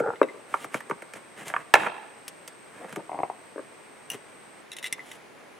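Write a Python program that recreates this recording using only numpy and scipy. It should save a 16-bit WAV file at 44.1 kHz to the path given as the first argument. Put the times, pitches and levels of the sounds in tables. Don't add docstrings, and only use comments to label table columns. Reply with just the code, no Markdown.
import sys
import numpy as np
from scipy import signal
from scipy.fft import rfft, irfft
from scipy.io import wavfile

SR = 44100
rng = np.random.default_rng(int(sys.argv[2]) if len(sys.argv) > 2 else 0)


def materialize(psi):
    bounded = np.clip(np.atleast_2d(psi).T, -1, 1)
    quanta = np.round(bounded * 32767).astype(np.int16)
    wavfile.write(sys.argv[1], SR, quanta)


N = 246519

# start in seconds, door thump in dB, cover clack in dB, clip tick in dB,
# resonance of the struck spot in Hz.
KNOCKS = [(0.0,-14,-20,-35,1450), (0.5398,-25,-8,-36,1180), (0.643,-30.5,-23.5,-33.5,1100),
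          (0.7428,-22,-14,-27,1740), (0.805,-50,-29,-36.5,2020), (0.897,-23,-24.5,-36.5,1170),
          (0.91,-25.5,-15.5,-42,1220), (1.021,-33.5,-28,-41,1660), (1.136,-39.5,-29,-33.5,1870),
          (1.4802,-61,-28,-26.5,1870), (1.5,-37,-23.5,-44,1780), (1.5385,-42,-14,-52,1200),
          (1.5631,-42,-11.5,-46,1420), (1.7532,-11.5,-6,-20.5,1580), (1.833,-33,-20,-46,1400),
          (1.868,-27,-19.5,-45,1390), (2.28,-60,-34,-22.5,1640), (2.4774,-39.5,-38,-27.5,1480),
          (2.844,-30.5,-29.5,-59,730), (2.926,-33,-31,-33,1730), (2.9596,-32,-22.5,-29.5,2250),
          (2.9655,-23.5,-34,-50,750), (4.143,-31,-39,-37,800), (4.981,-42,-36,-50,1350)]
# start in seconds, thud in dB, clack in dB (before a high-pass).
BUMPS = [(0.2146,-2,-6), (0.2285,-15.5,-27), (0.2395,-18.5,-36), (3.559,-24.5,-38), (3.579,-25,-30.5),
         (3.592,-25,-33)]
# start in seconds, level in dB.
CREAKS = [(3.0939,-23), (3.116,-21.5), (3.1294,-23.5), (3.144,-25), (3.154,-27.5), (3.1772,-29),
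          (3.1886,-19.5), (3.201,-21), (3.2324,-12.5), (3.2988,-18)]
# start in seconds, level in dB, extra level of the main ringing mode in dB,
# treble tilt in dB per octave.
CLINKS = [(0.158,-35,-5,-14), (0.229,-23,2,-8), (0.286,-35.5,7,-13), (4.717,-27,-6,0), (4.731,-31,-6,0),
          (4.766,-28,-5,-1), (4.785,-27,-8,-3.5), (4.827,-27.5,-2,0.5), (4.842,-18.5,5.5,-2),
          (4.8545,-26,-2,-1.5), (4.8615,-22,1,0), (4.87,-25.5,-5,0), (4.9258,-14.5,8,4.5),
          (4.993,-30,14,-14), (5.115,-30,8,0.5)]
# start in seconds, length in seconds, rub in dB, hiss in dB.
STROKES = [(0.47, 0.12, -50, -57.5), (0.586, 0.06, -48, -51.5), (0.713, .065, -44.5, -50.5),
           (1.149, 0.02, -41, -55.5), (1.356, 0.075, -44, -56), (1.448, 0.052, -43, -48),
           (1.502, 0.11, -45.5, -69), (1.733, 0.14, -37, -58.5), (2.695, .16, -50.5, -70),
           (2.862, 0.07, -47.5, -62), (4.094, 0.051, -45.5, -48.5), (5.0, 0.16, -61, -56.5)]
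# start in seconds, length in seconds, level in dB.
GRIPS = [(2.79, .065, -44), (2.954, 0.051, -41), (3.112, .13, -44.5)]
# start in seconds, level in dB.
DRAG_SLIPS = [(.062, -20.5), (.073, -20), (.082, -22), (.089, -19), (.103, -18.5), (.135, -25)]

# frequency in Hz, relative level in dB, T60 in seconds.
PIECE_MODES = [(1900, -4, .018), (2850, -3, .026), (5950, -3, .022), (9900, -2, .018)]
PEG_MODES = [(380, -9, .013), (660, 3, .01), (830, 2, .014), (1400, -8, .013), (1740, 4, .01),
             (2190, -8, .014), (2600, -3, .01)]
# frequency in Hz, relative level in dB, T60 in seconds.
HOLLOW_MODES = [(465, 0, .016), (820, -1, .014), (1380, 0, .012), (1600, -8, .008)]
# frequency in Hz, relative level in dB, T60 in seconds.
FLOOR_MODES = [(330, -5, .013), (420, 0, .014), (520, -2, .014)]
# frequency in Hz, relative level in dB, T60 in seconds.
LOAD_MODES = [(950, -2, .012), (1165, -3, .014), (1560, 2, .009), (2350, -12, .008)]
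# frequency in Hz, relative level in dB, T60 in seconds.
DOOR_MODES = [(127, -16, 0.093), (211, 1, 0.026), (334, -0.5, 0.027), (410, 4, 0.025), (493, 8.5, 0.018),
              (637, 7.5, 0.017)]
# frequency in Hz, relative level in dB, T60 in seconds.
COVER_MODES = [(753, 3.5, 0.011), (942, -5, 0.022), (1167, -1.5, 0.019), (1374, -8.5, 0.018),
               (1550, -5.5, 0.018), (1800, -2.5, 0.013), (2200, -1.5, 0.016), (2466, -7.5, 0.015),
               (3080, -7, 0.012)]
# frequency in Hz, relative level in dB, T60 in seconds.
SLIP_MODES = [(360, -13, .018), (560, -7, .011), (750, 1, .013), (930, -.5, .012), (1350, -11, .007),
              (2130, -11, .007), (2550, -14, .006)]
# frequency in Hz, relative level in dB, T60 in seconds.
TOOL_MODES = [(2038, -1.5, .037), (1830, -7, .015), (2680, -3, .015), (2920, -4, .014), (3570, -3.5, .018),
              (3830, -3, .017), (5650, -10, .018), (8650, -8, .016), (10300, -10, .016)]

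# frequency in Hz, relative level in dB per Hz.
CLIP_TICK = [(1000, -5), (2800, 7), (4500, -1), (6300, 5.5), (9500, 5.5), (12500, -2), (16000, -14.5)]
# frequency in Hz, relative level in dB per Hz.
CRACK = [(120, -12), (400, -4), (800, -0.5), (1100, -4), (2700, -4.5), (4500, -14), (9000, -32)]
# frequency in Hz, relative level in dB per Hz.
RUB = [(60, -19), (200, 6), (500, 4.5), (1100, 2), (2000, 3), (3000, -11.5), (4500, -27), (8000, -17.5),
       (15000, -37)]
# frequency in Hz, relative level in dB per Hz.
HISS = [(1500, -6.5), (3000, 10), (4500, -2.5), (7000, 1), (10500, 3.5), (13000, -9), (16000, -12)]
# frequency in Hz, relative level in dB per Hz.
AIR = [(60, -19), (125, -2.5), (250, 1), (420, 4), (900, 0), (1500, -3), (2200, -3.5), (3200, -12),
       (4800, -17.5), (8000, -20.5), (9700, -17), (11500, -27), (15500, -32.5)]
# frequency in Hz, likeness from 0 to 1.
AIR_SAME = [(250, 0.038), (2000, 0.45)]
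# frequency in Hz, T60 in seconds.
YARD_T60 = [(150, 0.43), (500, .78), (3500, 0.79), (8000, 0.35), (15000, 0.067)]
# frequency in Hz, gain in dB.
YARD_COLOUR = [(100, 2), (450, 2), (1300, -1), (1750, -7), (3600, .5), (9000, -7), (15000, -45)]

HIT_T_S = np.arange(6000) / SR
DOOR_PAN_DB, COVER_PAN_DB, TICK_PAN_DB = 3, -2.5, 1
PROMPT_HZ, BEND_LAG_S = 1802, .0032
INSECT_DB, INSECT_STOP_S, INSECT_FADE_S = -61, 4.61, 0.0053
INSECT_HZ, INSECT_PULSES_PER_S = 8250, 106
WARM_UP_HZ, WARM_UP_DB = 222, 3
WARM_UP_S, SETTLE_S = .38, .05
AIR_DB = -49.5
GROAN_DB, GROAN_STOP_S = -28.5, .075
PRESS_SHARE, RELEASE_S = 0.42, 0.013
SNAP_S, SNAP_DB, CRACK_DB, SNAP_TICK_DB = 1.7391, 4.5, -1, -12.5
PULL_OUT_S, BARB_DB, BARB_HZ = .138, -21, 1480
BOUNCE_S, BOUNCE_GAP_S, BOUNCE_DB, BOUNCE_LOSS_DB = 4.101, .0157, -16, 7.5
SHIELDED_DB = -10
EDGE_HZ = 16000


def amp(db):
    return 10 ** (np.asarray(db) / 20)


def unit(x):
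    return x / np.sqrt(np.mean(x ** 2) + 1e-20)


def peaked(x):
    return x / abs(signal.hilbert(x)).max()


def read(points, hz):
    point_hz, value = np.transpose(points)
    return np.interp(np.log(hz + 1), np.log(point_hz), value)


def colour(x, spectrum):
    size = x.shape[-1]
    gain = amp(read(spectrum, np.fft.rfftfreq(size, 1 / SR)))
    return irfft(rfft(x) * gain, size)


def wander(hz):
    slow = np.fft.rfftfreq(N, 1 / SR) < hz
    return unit(irfft(rfft(rng.standard_normal(N)) * slow, N))


def place(x, pan_db):
    return x * amp([[pan_db / 2], [-pan_db / 2]])


def add(mix, s, sound):
    part = mix[:, max(round(s * SR), 0):][:, :sound.shape[1]]
    part += sound[:, :part.shape[1]]


def held(t, stop_s, release_s):
    return np.exp(-np.maximum(t - stop_s, 0) / release_s)


def pressure(t, start_s, length_s):
    build = np.clip((t - start_s) / (PRESS_SHARE * length_s), 0, 1)
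    return build * held(t, start_s + length_s, RELEASE_S)


def ring(modes, rise_s, scatter=0.438, uneven_db=5.5, lag_s=0):
    hz, db, t60_s = np.transpose(modes)[:, :, None]
    phase, chance = rng.standard_normal((2, len(modes), 1))
    delay_s = lag_s * np.maximum(np.sqrt(PROMPT_HZ / hz) - 1, 0)
    t = np.maximum(HIT_T_S - delay_s, 0)
    decay = np.exp(-np.log(1000) * t / t60_s)
    waves = amp(db + uneven_db * chance) * decay * np.sin(2 * np.pi * (hz * t + scatter * phase))
    build = 1 - np.exp(-(t / rise_s) ** 2)
    return peaked((waves * build).sum(0))


def tick(spectrum, t60_s):
    noise = colour(rng.standard_normal(len(HIT_T_S)), spectrum)
    return peaked(noise * np.exp(-np.log(1000) * HIT_T_S / t60_s))


def spot(x, hz, ratio):
    ratio = max(ratio, 1.05)
    band = signal.butter(1, [hz / ratio, hz * ratio], "band", fs=SR, output="sos")
    return peaked(signal.sosfilt(band, x))


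def chatter(sound, within_s, db, count):
    contacts = np.zeros(len(sound))
    contacts[0] = 1
    when, size = rng.random((2, count))
    contacts[(when * within_s * SR).astype(int) + 1] = amp(db) * size
    return peaked(signal.fftconvolve(sound, contacts)[:len(sound)])


def tail(t60, rise_s, same=1.0):
    noise = rng.standard_normal((3, SR))
    same = np.clip(same, 0, 1)
    pair = np.sqrt(same) * noise[0] + np.sqrt(1 - same) * noise[1:]
    hz, t, z = signal.stft(pair, SR, nperseg=128)
    decay = np.exp(-np.log(1000) * t / read(t60, hz)[:, None])
    taps = signal.istft(z * decay, SR, nperseg=128)[1][:, :SR]
    taps = taps * (1 - np.exp(-(np.arange(SR) / SR / rise_s) ** 2))
    return taps / np.linalg.norm(taps[0])


def convolve(x, taps):
    return signal.fftconvolve(x, taps, axes=1)[:, :N]


def knocks(door_pitch=0.4):
    out = np.zeros((2, N))
    for s, thump_db, clack_db, tick_db, hz in KNOCKS:
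        door = ring(DOOR_MODES, rise_s=0.002, scatter=0.14, lag_s=BEND_LAG_S)
        thump = amp(thump_db) * spot(door, door_pitch * hz, ratio=1.45)
        cover = ring(COVER_MODES, rise_s=0.0007, scatter=0.31, uneven_db=3, lag_s=BEND_LAG_S)
        clack = amp(clack_db) * spot(cover, hz, ratio=1.28)
        click = amp(tick_db) * tick(CLIP_TICK, t60_s=.036)
        add(out, s, place(thump, DOOR_PAN_DB) + place(clack, COVER_PAN_DB) + place(click, TICK_PAN_DB))
    return out


def dragging(rub_db=0, release_s=0.033):
    t = np.arange(N) / SR
    groan = unit(np.sin(2 * np.pi * HOLLOW_MODES[0][0] * t + .85 * wander(50)))
    body = ring(HOLLOW_MODES, rise_s=.002, uneven_db=1)
    rub = unit(signal.fftconvolve(rng.standard_normal(N), body)[:N])
    level = amp(GROAN_DB) * held(t, GROAN_STOP_S, release_s)
    glide = unit((groan + amp(rub_db) * rub) * amp(3.5 * wander(110)))
    out = place(level * glide, pan_db=0.0)
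    for s, db in DRAG_SLIPS:
        slip = ring(HOLLOW_MODES, rise_s=.001, scatter=.1, uneven_db=2)
        add(out, s, place(amp(db) * slip, pan_db=2.0))
    return out


def insect(uneven=0.3, rasp_rad=1.3, sag_hz=280):
    t = np.arange(N) / SR
    cold = .5 - .5 * np.tanh((t - WARM_UP_S) / SETTLE_S)
    level = amp(INSECT_DB - WARM_UP_DB * cold) * held(t, INSECT_STOP_S, INSECT_FADE_S)
    strokes = np.cumsum(INSECT_PULSES_PER_S * (1 + .003 * wander(8))) / SR
    within = strokes % 1 - .5
    swing = np.exp(-(within / .42) ** 2) * (1 + uneven * np.cos(np.pi * strokes))
    turns = np.cumsum(INSECT_HZ - WARM_UP_HZ * cold - sag_hz * within) / SR
    note = np.sin(2 * np.pi * turns + rasp_rad * wander(60))
    song = level * unit(swing * note * amp(1.2 * wander(100)))
    return song + amp(-9) * convolve(song[None], tail([(1000, .05)], rise_s=.003))


def air(swell_db=-0.2):
    a, b = rfft(rng.standard_normal((2, N)))
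    same = np.clip(read(AIR_SAME, np.fft.rfftfreq(N, 1 / SR)), 0, 1)
    pair = irfft(np.array([a, same * a + np.sqrt(1 - same ** 2) * b]), N)
    return amp(AIR_DB + swell_db * wander(8.0)) * unit(colour(pair, AIR))


def surroundings(free, covered, cabin_db=-11.5, yard_db=-14.5):
    cabin_t60 = [(150, 0.12), (600, 0.09), (2500, 0.077), (10000, 0.03)]  # Hz, s
    cabin = amp(cabin_db) * tail(cabin_t60, rise_s=0.0021, same=0.59)
    uneven = unit(amp(2.2 * wander(90)))[:SR]
    yard = amp(yard_db) * tail(YARD_T60, rise_s=0.014, same=0.56) * uneven
    near = convolve(free + covered, cabin)
    far = convolve(free + amp(SHIELDED_DB) * covered, colour(yard, YARD_COLOUR))
    return near + far


def clinks(tick_db=-5.5):
    out = np.zeros((2, N))
    hz, mode_db, t60_s = np.transpose(TOOL_MODES)
    main = np.arange(len(hz)) == 0
    for s, db, free_db, tilt_db in CLINKS:
        shifted_hz = hz * (1 + np.where(main, .007, .013) * rng.standard_normal(len(hz)))
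        touch_db = mode_db + free_db * main + tilt_db * np.log2(hz / hz[0])
        body = ring(np.transpose([shifted_hz, touch_db, t60_s]), rise_s=.0005, uneven_db=2.5)
        sound = body + amp(tick_db + tilt_db) * tick(CLIP_TICK, t60_s=.034)
        loose = chatter(sound, within_s=.011, db=min(-2, -28 - db), count=3)
        add(out, s, place(amp(db) * loose, pan_db=0.0))
    return out


def bumps(floor_hz=260):
    out = np.zeros((2, N))
    for s, thud_db, clack_db in BUMPS:
        thud = ring(FLOOR_MODES, rise_s=.005, scatter=.04, uneven_db=1.5)
        clack = ring(LOAD_MODES, rise_s=.002, scatter=.2, uneven_db=2)
        add(out, s, place(amp(thud_db) * thud + amp(clack_db) * clack, pan_db=2.5))
    return signal.sosfilt(signal.butter(4, floor_hz, "high", fs=SR, output="sos"), out)


def scraping(grains_per_s=1500, spread_db=1.0):
    size = amp(spread_db * np.minimum(rng.exponential(1, N), 4)) * rng.standard_normal(N)
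    grains = size * (rng.random(N) < grains_per_s / SR)
    slips = grains + 0.21 * rng.standard_normal(N)
    rub, hiss = unit(colour(slips, RUB)), unit(colour(slips, HISS))
    t, out = np.arange(N) / SR, np.zeros(N)
    for start_s, length_s, rub_db, hiss_db in STROKES:
        out += pressure(t, start_s, length_s) * (amp(rub_db) * rub + amp(hiss_db) * hiss)
    return place(out, pan_db=-0.6)


def snap(count=14):
    out = np.zeros((2, N))
    peg = amp(SNAP_DB) * ring(PEG_MODES, rise_s=.003, scatter=.1, uneven_db=1)
    crack = amp(CRACK_DB) * tick(CRACK, t60_s=.024)
    click = amp(SNAP_TICK_DB) * tick(CLIP_TICK, t60_s=.024)
    add(out, SNAP_S, place(peg + crack + click, COVER_PAN_DB))
    for when, size, where in rng.random((count, 3)):
        barb_hz = BARB_HZ * 2 ** (where - .5)
        barb = spot(ring(COVER_MODES, rise_s=.0005), barb_hz, ratio=1.5)
        add(out, SNAP_S + PULL_OUT_S * when ** .5, place(amp(BARB_DB) * size * barb, COVER_PAN_DB))
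    return out


def gripping(low_hz=290, high_hz=780):
    t = np.arange(N) / SR
    band = signal.butter(2, [low_hz, high_hz], "band", fs=SR, output="sos")
    rub = unit(signal.sosfilt(band, rng.standard_normal(N)) * amp(2 * wander(100)))
    level = sum(amp(db) * pressure(t, start_s, length_s) for start_s, length_s, db in GRIPS)
    return place(rub * level, pan_db=1.5)


def creaks(dull_share=0.16):
    out = np.zeros((2, N))
    hz, mode_db, t60_s = np.transpose(SLIP_MODES)
    loudest_db = max(db for s, db in CREAKS)
    octaves_up = np.maximum(np.log2(hz / hz[mode_db.argmax()]), 0)
    for s, db in CREAKS:
        dulled_db = dull_share * (loudest_db - db) * octaves_up
        modes = np.transpose([hz, mode_db - dulled_db, t60_s])
        slip = ring(modes, rise_s=.002, scatter=.08, uneven_db=2)
        add(out, s, place(amp(db) * slip, pan_db=2.0))
    return out


def bounces(count=3):
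    out = np.zeros((2, N))
    for k in range(count):
        body = amp(-2.0) * ring(PIECE_MODES, rise_s=0.00064)
        click = amp(-7) * tick([(1500, -15), (9500, 6), (16000, 2.0)], t60_s=0.045)
        level = amp(BOUNCE_DB - k * BOUNCE_LOSS_DB)
        add(out, BOUNCE_S + k * BOUNCE_GAP_S, place(level * (body + click), pan_db=2.5))
    return out


def scene(radiate_hz=118):
    radiate = signal.butter(2, radiate_hz, "high", fs=SR, output="sos")
    free = signal.sosfilt(radiate, snap())
    handling = knocks() + dragging() + scraping() + gripping() + creaks()
    objects = clinks() + bumps() + bounces()
    covered = signal.sosfilt(radiate, handling + objects)
    return free + covered + surroundings(free, covered) + insect() + air()


def record(dry):
    clipped = np.clip(dry, -1, 1)
    low_pass = signal.firwin(255, EDGE_HZ, window=("kaiser", 9), fs=SR)
    return signal.oaconvolve(clipped, low_pass[None], "same")


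dry = scene()
out = record(dry)
materialize(out)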